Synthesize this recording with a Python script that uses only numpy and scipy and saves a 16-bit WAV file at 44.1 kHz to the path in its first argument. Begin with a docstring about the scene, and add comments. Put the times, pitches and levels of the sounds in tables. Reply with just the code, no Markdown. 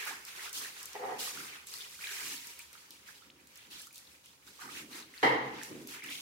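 """Tap water breaks over moving hands and splashes into a ceramic basin in a tiled bathroom. Each splash
is a swell of noisy wash and spray with a froth of tiny ringing bubbles. Drops burst on the glaze, large
bubbles sing, and slugs of water thump the air over the drain in a low gurgle. A soap bottle judders off
the rim and is later set down hard: the basin thuds and the tiles ring on. The plumbing hums faintly."""
import sys
import numpy as np
from scipy import signal
from scipy.fft import rfft, irfft, next_fast_len
from scipy.io import wavfile
from scipy.ndimage import uniform_filter1d, map_coordinates

SR = 44100
rng = np.random.default_rng(int(sys.argv[2]) if len(sys.argv) > 2 else 0)


def put_to_file(sound):
    """Save the sound as 16-bit audio at rate SR, in the file named by the first command-line argument."""
    columns = np.atleast_2d(sound).T  # one column per channel
    safe = np.clip(columns, -1, 1)
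    whole_steps = np.round(safe * 32767)
    wavfile.write(sys.argv[1], SR, whole_steps.astype(np.int16))


N = 273861


def amp(db):
    return 10 ** (np.asarray(db) / 20)


def unit_rms(x):
    return x / np.sqrt(np.mean(x ** 2) + 1e-20)


def at_pitch(points, hz):
    """Read (frequency, value) points along a log frequency axis."""
    freqs, values = np.transpose(points)
    return np.interp(np.log(hz + 1), np.log(freqs + 1), values)


def automation(rows):
    """One curve per column after the time, with a value for every sample."""
    times, *columns = np.transpose(rows)
    return [np.interp(np.arange(N) / SR, times, column) for column in columns]


def wobble(rate):
    """A smooth random curve, rate knots a second."""
    return map_coordinates(rng.standard_normal(int(N * rate / SR) + 4), [np.arange(N) * rate / SR])


def swells(start, hold, peak, rise_s, fall_db_per_s):
    """Summed power envelopes: a quick attack, a hold, then a release that falls steadily in dB."""
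    grid = np.arange(0, N / SR + .002, .001)
    age = grid - start[:, None]
    released = np.maximum(age - rise_s - np.abs(hold)[:, None], 0)
    gain = np.clip(age / rise_s, 0, 1) * amp(-fall_db_per_s * released)
    return np.interp(np.arange(N) / SR, grid, peak @ gain ** 2)


def filtered(x, response):
    """Shape x with a complex frequency response."""
    size = next_fast_len(x.shape[-1] + SR // 2)
    return irfft(rfft(x, size) * response(np.fft.rfftfreq(size, 1 / SR)), size)[..., :x.shape[-1]]


def resonate(x, modes):
    """Parallel (centre, stage width, gain) resonators, each two band-pass stages for steep skirts."""
    band = lambda f, hz, width: 1j * f * width / (hz * hz - f * f + 1j * f * width)
    return filtered(x, lambda f: sum(amp(db) * band(f, hz, width) ** 2 for hz, width, db in modes))


# Stereo image: (frequency [Hz], left-right correlation [-1..1])
STEREO_IMAGE = [(30, 0.91), (70, 0.55), (130, 0.82), (330, 0.91), (480, 0.79), (700, -0.027),
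                (1400, -0.088), (15000, -0.0042)]
def stereo(pair):
    """Two unrelated signals become left and right, centred in the bass and wide above it."""
    angle = lambda hz: np.arccos(np.clip(at_pitch(STEREO_IMAGE, hz), -1, 1)) / 2
    mid, side = filtered(pair, lambda hz: np.array([np.cos(angle(hz)), np.sin(angle(hz))]))
    return np.array([mid + side, mid - side])


def resonant_noise(modes, drive=1):
    """Stereo noise of rms 1: hiss scaled by drive excites the resonators."""
    return unit_rms(stereo(resonate(drive * rng.standard_normal((2, N)), modes)))


def rush(spectrum, patchy_db):
    """Coloured stereo noise of rms 1 that flickers in patches of time and frequency."""
    bins = signal.stft(rng.standard_normal((2, N)), nperseg=256)[2]
    patches = uniform_filter1d(rng.standard_normal(bins.shape[1:]), size=6, axis=0)
    patches = uniform_filter1d(patches, size=5, axis=1)
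    pair = signal.istft(bins * amp(patchy_db * unit_rms(patches)), nperseg=256)[1][:, :N]
    return unit_rms(stereo(filtered(pair, lambda hz: amp(at_pitch(spectrum, hz)))))


def blips(start, hz, gain, cycles, rise):
    """Bubble tones: sines that peak after `cycles` periods and climb as the bubble nears the surface."""
    t = np.arange(min(900, int(8 * cycles / hz.min() * SR))) / SR
    age = t * hz[:, None] / cycles
    wave = np.sin(2 * np.pi * hz[:, None] * t * (1 + rise * age / 2)) * age * np.exp(1 - age)
    at = (start * SR).astype(int)[:, None] + np.arange(len(t))
    return np.bincount(at.ravel(), (gain[:, None] * wave).ravel(), N + len(t))[:N]


def swarm(count, hz, octaves, scatter_db, cycles, rise):
    """A stereo cloud of random bubbles, rms 1, scattered around a steady or moving pitch."""
    centre, pair = np.broadcast_to(hz, N), []
    for _ in range(2):
        when, detune, size = rng.random(count), rng.standard_normal(count), rng.exponential(size=count)
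        pitch = np.clip(centre[(when * N).astype(int)] * 2 ** (octaves * detune), 100, 15000)
        pair.append(blips(when * N / SR, pitch, amp(scatter_db * np.minimum(size, 3.5)), cycles, rise))
    return unit_rms(stereo(np.array(pair)))


# Reverb of the tiled room: (frequency [Hz], time to fall 60 dB [s])
TILE_DECAY = [(130, 1), (350, 0.63), (900, 0.75), (2000, 0.72), (3200, 0.66), (9000, 0.29)]
def tiles(send):
    """Reflections blur into a noise tail in which each frequency dies at its own speed."""
    hz, t, bins = signal.stft(rng.standard_normal((2, SR)), SR, nperseg=256)
    decay = amp(-60 * t / at_pitch(TILE_DECAY, hz)[:, None])
    tail = stereo(signal.istft(bins * decay, SR, nperseg=256)[1])
    return signal.fftconvolve(send, tail / np.linalg.norm(tail[0]), axes=1)[:, :N]


# Tone of the background noise: (frequency [Hz], relative level [dB])
BACKGROUND_EQ = [(65, -30), (110, 9), (400, 0.5), (620, 0), (1000, 2), (1090, -2), (2160, -13.5),
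                 (5530, -11), (13300, -33), (14700, -14), (16000, -1.5)]
def background_noise():
    """A soft, steady background of low room rumble and faint hiss lies under everything."""
    return amp(-67) * rush(BACKGROUND_EQ, patchy_db=1.5)


# Hums of the plumbing: (centre [Hz], stage width [Hz], level [dB])
PIPE_HUMS = [(72.6, 21, -79), (527, 20, -82), (950, 12, -82)]
def pipes():
    """The plumbing hums faintly in narrow bands of noise."""
    return sum(amp(db) * resonant_noise([(hz, width, 0)]) for hz, width, db in PIPE_HUMS)


def gulp_power(cues):
    """Power envelope of gulp-like swells, one per (time, hold, level) cue."""
    start, hold, db = np.transpose(cues)
    return swells(start, hold, amp(db) ** 2, rise_s=0.036, fall_db_per_s=112)


# Swells of a faint hollow tone: (time [s], hold [s], level [dB])
HOLLOW_SWELLS = [(2.307, .04, -64), (2.423, 0.025, -63), (2.55, 0.038, -70.5)]
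def hollow_tone(hz=947, width_hz=24):
    """A narrow band of noise swells like a gulp."""
    return np.sqrt(gulp_power(HOLLOW_SWELLS)) * resonant_noise([(hz, width_hz, 0)])


# Resonances of the air over the drain: (centre [Hz], stage width [Hz], relative level [dB])
DRAIN_MODES = [(278, 177, 5), (148, 25, 1), (69, 18, -11)]
# Slugs of water reaching the drain: (time [s], hold [s], level [dB])
DRAIN_GULPS = [(0.07, 0.039, -64.5), (0.31, 0.1, -76), (0.55, 0.03, -63), (0.983, 0.12, -58),
               (1.09, 0.078, -62), (1.32, 0.063, -56), (2.209, 0.073, -59.5), (2.444, 0.025, -74),
               (2.854, 0.028, -70.5), (3.244, 0.14, -67.5), (3.656, 0.033, -63.5), (4.05, 0.046, -74),
               (4.447, 0.025, -65), (4.616, 0.17, -58), (4.79, 0.2, -58.5), (5.214, 0.32, -51),
               (5.678, 0.045, -45.5), (5.78, 0.042, -51.5), (6.017, 0.063, -57)]
def gurgle(floor_db=-81):
    """Uneven slugs of water thump the air over the drain."""
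    level = np.sqrt(gulp_power(DRAIN_GULPS) + amp(floor_db) ** 2)
    return level * resonant_noise(DRAIN_MODES, drive=amp(0.35 * wobble(64)))


# Body of the soap bottle: (centre [Hz], stage width [Hz], relative level [dB])
BOTTLE_MODES = [(443, 54, 0.5), (521, 107, -0.5), (780, 340, -0.5), (943, 91, -14), (1145, 220, -14),
                (1915, 150, -9.5)]
# Its judder along the rim: (time [s], scrape level [dB], note level [dB])
SLIDE_LEVELS = [(.945, -58, -74), (.955, -40, -52), (.99, -50, -60), (1.01, -49, -42), (1.04, -36.5, -45),
                (1.065, -43.5, -56), (1.09, -39.5, -57), (1.135, -40.5, -42), (1.15, -45.5, -55),
                (1.25, -93, -85)]
def bottle_slide(note_hz=505):
    """Rough slips on the rim excite the bottle's body, along with a wavering hollow note."""
    t = np.arange(N) / SR
    moving = (t > SLIDE_LEVELS[0][0]) & (t < SLIDE_LEVELS[-1][0])
    scrape = resonant_noise(BOTTLE_MODES, drive=amp(1.2 * wobble(70.3)))
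    pitch = note_hz * (1 + .03 * wobble(30))
    note = np.sqrt(2) * np.sin(2 * np.pi * np.cumsum(pitch) / SR) * amp(2.5 * wobble(59.8))
    scrape_gain, note_gain = amp(automation(SLIDE_LEVELS))
    return moving * (scrape_gain * scrape + note_gain * note)


# The bottle landing: (time [s], strength [dB])
BOTTLE_HITS = [(5.229, -5.5)]
# Dull thud of the basin: (centre [Hz], stage width [Hz], gain [dB])
THUD_MODES = [(130, 17, -12), (314, 78, -5.5), (490, 173, -2.5), (657, 91, -12), (800, 450, -4),
              (1925, 420, -6), (2700, 800, -17.5), (3730, 580, -22), (5060, 120, -24)]
# Ringing partials of the basin: (pitch [Hz], level relative to the hit [dB])
RING_MODES = [(326, -33), (411, -30), (447, -27), (793, -31), (855, -28), (887, -29), (1227, -27),
              (1782, -30), (1928, -23), (1965, -24), (2035, -24), (2143, -25), (3149, -32)]
def bottle_landing(attack_s=0.0058, left_lag_s=0.00036):
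    """One hard blow on the ceramic gives a broad thud and a shimmering ring, returned separately."""
    t = np.arange(N) / SR
    blows, ring = np.zeros(N), np.zeros((2, N))
    for start, hit_db in BOTTLE_HITS:
        blows[round(start * SR)] = amp(hit_db + 35.5)  # narrow modes pass on little of a single blow
        age = np.maximum(t - start - np.array([[left_lag_s], [0]]), 0)
        attack = 1 - np.exp(-age / attack_s)
        for hz, mode_db in RING_MODES:
            t60_s = 0.54 * (2000 / hz) ** 0.22  # lower modes last longer
            level = amp(mode_db + hit_db + 2.1 * wobble(23) - 60 * age / t60_s)
            ring += attack * level * np.sin(2 * np.pi * (hz * age + rng.random()))
    return resonate(blows, THUD_MODES), ring


def closing_cavity(time_s=3.3, hz=2000, db=-48.5):
    """One closing cavity chirps upward."""
    return blips(np.array([time_s]), np.array([hz]), amp([db]), cycles=3.6, rise=.45)


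# Large single bubbles: (time [s], relative level [dB], pitch [Hz])
LARGE_BUBBLES = [(0.067, -50, 827), (0.071, -39, 1410), (0.084, -35.5, 1600), (0.108, -45.5, 793),
                 (0.123, -47, 987), (0.2792, -42, 2320), (0.353, -47, 1400), (0.394, -35, 1900),
                 (0.4264, -41, 1940), (0.4763, -41.5, 1400), (0.647, -39.5, 1650), (1.274, -43, 1114),
                 (1.373, -40.5, 1320), (1.6727, -46, 3820), (1.74, -33, 4440), (1.8068, -35.5, 3280),
                 (1.991, -45.5, 1390), (2.0409, -30.5, 2200), (2.0553, -34, 2260), (2.071, -31.5, 3720),
                 (2.0899, -39, 1690), (2.593, -40, 2350), (2.752, -52.5, 1280), (3.0873, -44.5, 1544),
                 (3.221, -55.5, 1250), (3.87, -53.5, 1240), (3.908, -49, 2280), (4.074, -47.5, 3600),
                 (4.476, -53.5, 1380), (4.5916, -49.5, 1080), (4.6177, -46.5, 1426), (4.654, -48, 1500),
                 (4.689, -46, 1160), (4.752, -43, 1750), (4.931, -40, 3920), (5.025, -42, 3930),
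                 (5.1387, -42, 1920), (5.178, -39.5, 4120), (5.614, -38, 1670), (5.937, -40.5, 2300),
                 (6.0224, -35, 2070)]
# Deep bubbles sit right, small ones left: (pitch [Hz], left over right [dB])
BUBBLE_PAN = [(1100, -19.5), (1500, -12.5), (2300, 5), (4000, 12)]
def bubbles():
    """Each large bubble sings once and sheds five weaker ones of nearly its size."""
    start, db, hz = np.transpose(LARGE_BUBBLES)[..., None]
    draws = rng.random((len(start), 3, 6))
    draws[:, :, 0] = [0, .5, 0]  # the parent is on time, in tune and the loudest
    delay_s = .045 * draws[:, 0]
    pitch = hz * 2 ** (0.31 * (draws[:, 1] - .5))
    level = amp(db - 3 - 150 * delay_s - 13 * np.sqrt(draws[:, 2]))
    pan_db = at_pitch(BUBBLE_PAN, hz)
    onsets = (start + delay_s).ravel()
    return np.array([blips(onsets, pitch.ravel(), (level * side).ravel(), cycles=2.33, rise=0.035)
                     for side in amp([pan_db / 2, -pan_db / 2])])


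# Drops hitting the glaze: (time [s], relative level [dB], fizz centre [Hz])
GLAZE_DROPS = [(0.054, -32, 3030), (0.251, -34.5, 5180), (0.495, -37, 5500), (0.5298, -29, 6500),
               (0.83, -32.5, 5550), (0.857, -30, 6900), (0.932, -34.5, 5300), (1.6704, -34, 7400),
               (1.7165, -41, 5500), (1.7383, -33, 4580), (1.7864, -39, 10500), (2.0187, -40, 4230),
               (2.1136, -49, 7600), (2.471, -34, 6100), (2.591, -35, 7600), (2.7304, -40, 5600),
               (2.9069, -36, 3900), (3.472, -46, 7700), (3.5573, -42, 5360), (3.575, -43, 7500),
               (3.712, -48, 8000), (3.818, -38.5, 8220), (3.87, -39.5, 7600), (3.9285, -43, 9800),
               (3.9456, -42, 4650), (3.9583, -39, 3960), (3.98, -38.5, 4150), (4.2596, -42, 3230),
               (4.4696, -52, 5300), (5.6335, -30.5, 6270), (5.873, -35, 11400), (5.909, -42, 11900),
               (6.0397, -38.5, 5640), (6.1014, -37, 4200), (6.1285, -49, 3860)]
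def drops(slap_t60_s=.006, fizz_t60_s=.055):
    """Each drop bursts in a sharp slap with a brief fizz of its own colour."""
    track, t = np.zeros((2, N + SR)), np.arange(SR // 8) / SR
    for start, db, hz in GLAZE_DROPS:
        slap = amp(-3 - 60 * t / slap_t60_s) * np.sign(rng.standard_normal(len(t)))
        fizz = amp(-7 - 60 * t / fizz_t60_s) * rng.standard_normal((2, len(t)))
        burst = resonate(slap, [(9100, 14700, 0)]) + resonate(fizz, [(hz, 0.39 * hz, 0)])
        at = round(start * SR)
        track[:, at:at + len(t)] += amp(db + 3.5) * burst
    return track[:, :N]


# Wash, the midrange body of the water: (frequency [Hz], relative level [dB])
WASH_EQ = [(240, -37), (400, -1), (607, -13.5), (808, -2.5), (1290, 2), (2410, 3), (3220, -3.5),
           (6580, -10), (9000, -41), (11700, -18), (19800, -120)]
# Spray, its bright top: (frequency [Hz], relative level [dB])
SPRAY_EQ = [(1470, -15.5), (2500, -3), (4680, 2.5), (6110, 3), (10300, 0.5), (12500, -1.5), (14900, -2.5),
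            (15500, -5.5)]
# Water running on between splashes: (time [s], wash level [dB], spray level [dB])
TRICKLE_LEVELS = [(0, -63, -57), (.9, -57, -59), (1.6, -58, -61), (1.95, -62, -51), (2.7, -62, -61.5),
                  (3.35, -66, -67), (4.1, -65.5, -62.5), (4.36, -68.5, -66.5), (4.9, -63, -59.5),
                  (5.4, -51, -64), (5.85, -60, -58.5), (6.21, -57, -83)]
# The hands throw the stream onto the glaze:
# (time [s], hold [s], wash level [dB], spray level [dB], froth level [dB], bubble pitch [Hz])
HAND_SPLASHES = [(-.03, 0.052, -45, -50.5, -49, 2430), (0.053, 0.028, -43.5, -44.5, -50, 1690),
                 (0.248, 0.021, -51.5, -51.5, -58.5, 3080), (0.342, 0.077, -48.5, -49.5, -55.5, 1930),
                 (0.401, 0.023, -51.5, -51, -54, 4570), (0.528, 0.033, -52.5, -39.5, -50, 5820),
                 (0.598, 0.068, -50, -48, -54, 1920), (0.687, 0.17, -54.5, -51, -58, 3480),
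                 (0.943, 0.27, -57, -59.5, -59.5, 1850), (1.18, 0.101, -49.5, -40.5, -49, 4100),
                 (1.318, .12, -49, -46, -55.5, 1440), (1.46, 0.076, -51.5, -56, -54, 2660),
                 (1.657, 0.088, -57.5, -48.5, -56.5, 4630), (1.789, 0.035, -54.5, -57, -51, 3490),
                 (1.99, 0.092, -55.5, -49.5, -48, 2370), (2.099, 0.098, -48.5, -44, -47.5, 2190),
                 (2.217, 0.12, -53.5, -44, -50.5, 2930), (2.386, .11, -60, -51, -57, 2510),
                 (2.58, 0.017, -81, -56, -64, 3960), (2.713, 0.13, -63.5, -60.5, -68.5, 3570),
                 (2.893, 0.016, -74, -57, -58.5, 4100), (3.054, 0.034, -62, -58.5, -65, 1650),
                 (3.132, 0.022, -70, -61, -61, 4450), (3.548, 0.053, -64.5, -63.5, -61, 2990),
                 (3.697, 0.037, -55.5, -51.5, -50, 3650), (3.767, 0.071, -80, -53.5, -66.5, 4730),
                 (3.932, 0.024, -78, -52.5, -62.5, 4470), (4.228, 0.014, -77, -59, -59.5, 3580),
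                 (4.455, 0.081, -65, -59, -63, 4200), (4.595, 0.033, -55, -56, -56.5, 1140),
                 (4.631, 0.16, -58, -55.5, -56, 1556), (4.688, 0.063, -53, -52, -54, 4130),
                 (4.89, 0.077, -55.5, -55.5, -62.5, 4080), (5.127, 0.069, -74, -58.5, -60.5, 2070),
                 (5.211, 0.027, -49, -50.5, -60.5, 4450), (5.529, 0.039, -52.5, -71, -58, 4440),
                 (5.611, 0.063, -72, -52.5, -58.5, 1890), (5.866, 0.054, -55, -50.5, -56, 2580),
                 (5.926, 0.049, -55, -63, -58.5, 2450), (6.02, 0.065, -56, -52.5, -46.5, 2300),
                 (6.092, 0.096, -63, -48.5, -47.5, 3290)]
def splashing_water(attack_s=0.0215, trickle_hz=2960):
    """Each splash lifts wash, froth and spray above the trickle, and all three surge together."""
    start, hold, wash_db, spray_db, froth_db, bubble_hz = np.transpose(HAND_SPLASHES)

    def thrown(peak, fall_db_per_s=126):
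        return swells(start, hold, peak, attack_s, fall_db_per_s)

    trickle_wash, trickle_spray = amp(automation(TRICKLE_LEVELS)) ** 2
    trickle_froth = trickle_wash * amp(-7) ** 2
    wash_power = thrown(amp(wash_db) ** 2) + trickle_wash
    froth_power = thrown(amp(froth_db) ** 2) + trickle_froth
    spray_power = thrown(amp(spray_db) ** 2, fall_db_per_s=183) + trickle_spray
    # the froth's pitch leans toward whichever splash or trickle is loudest
    froth_hz = (thrown(bubble_hz * amp(froth_db) ** 2) + trickle_hz * trickle_froth) / froth_power
    surge = amp(1.47 * wobble(15) + 0.28 * wobble(45))
    wash = rush(WASH_EQ, patchy_db=2.5)
    froth = swarm(count=4500, hz=froth_hz, octaves=.33, scatter_db=1.7, cycles=3.6, rise=.015)
    hiss = rush(SPRAY_EQ, patchy_db=1.0)
    crackle = amp(-11) * swarm(count=3000, hz=9500, octaves=.5, scatter_db=3, cycles=.8, rise=0)
    droplets = amp(-6) * swarm(count=2500, hz=5200, octaves=.55, scatter_db=2.3, cycles=5, rise=.015)
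    spray = hiss + crackle + droplets
    return surge * (np.sqrt(wash_power) * wash + np.sqrt(froth_power) * froth + np.sqrt(spray_power) * spray)


def scene():
    """Close water and bottle over a quiet bed; the thud is heard mostly through the room's reverb."""
    slide = bottle_slide()
    thud, ring = bottle_landing()
    plinks = drops() + closing_cavity() + bubbles()
    water = splashing_water() + gurgle() + hollow_tone() + plinks
    bottle = slide + amp(-21.5) * thud + ring
    reverb_send = amp(-11) * plinks + amp(-7) * slide + thud
    return water + bottle + tiles(reverb_send) + pipes() + background_noise()


def record(dry, cutoff_hz=15850):
    """The mix leans 1 dB to the right, with a brick-wall cut of the highest treble."""
    return filtered(dry * amp([[-.5], [.5]]), lambda hz: hz < cutoff_hz)


dry = scene()
out = record(dry)
put_to_file(out)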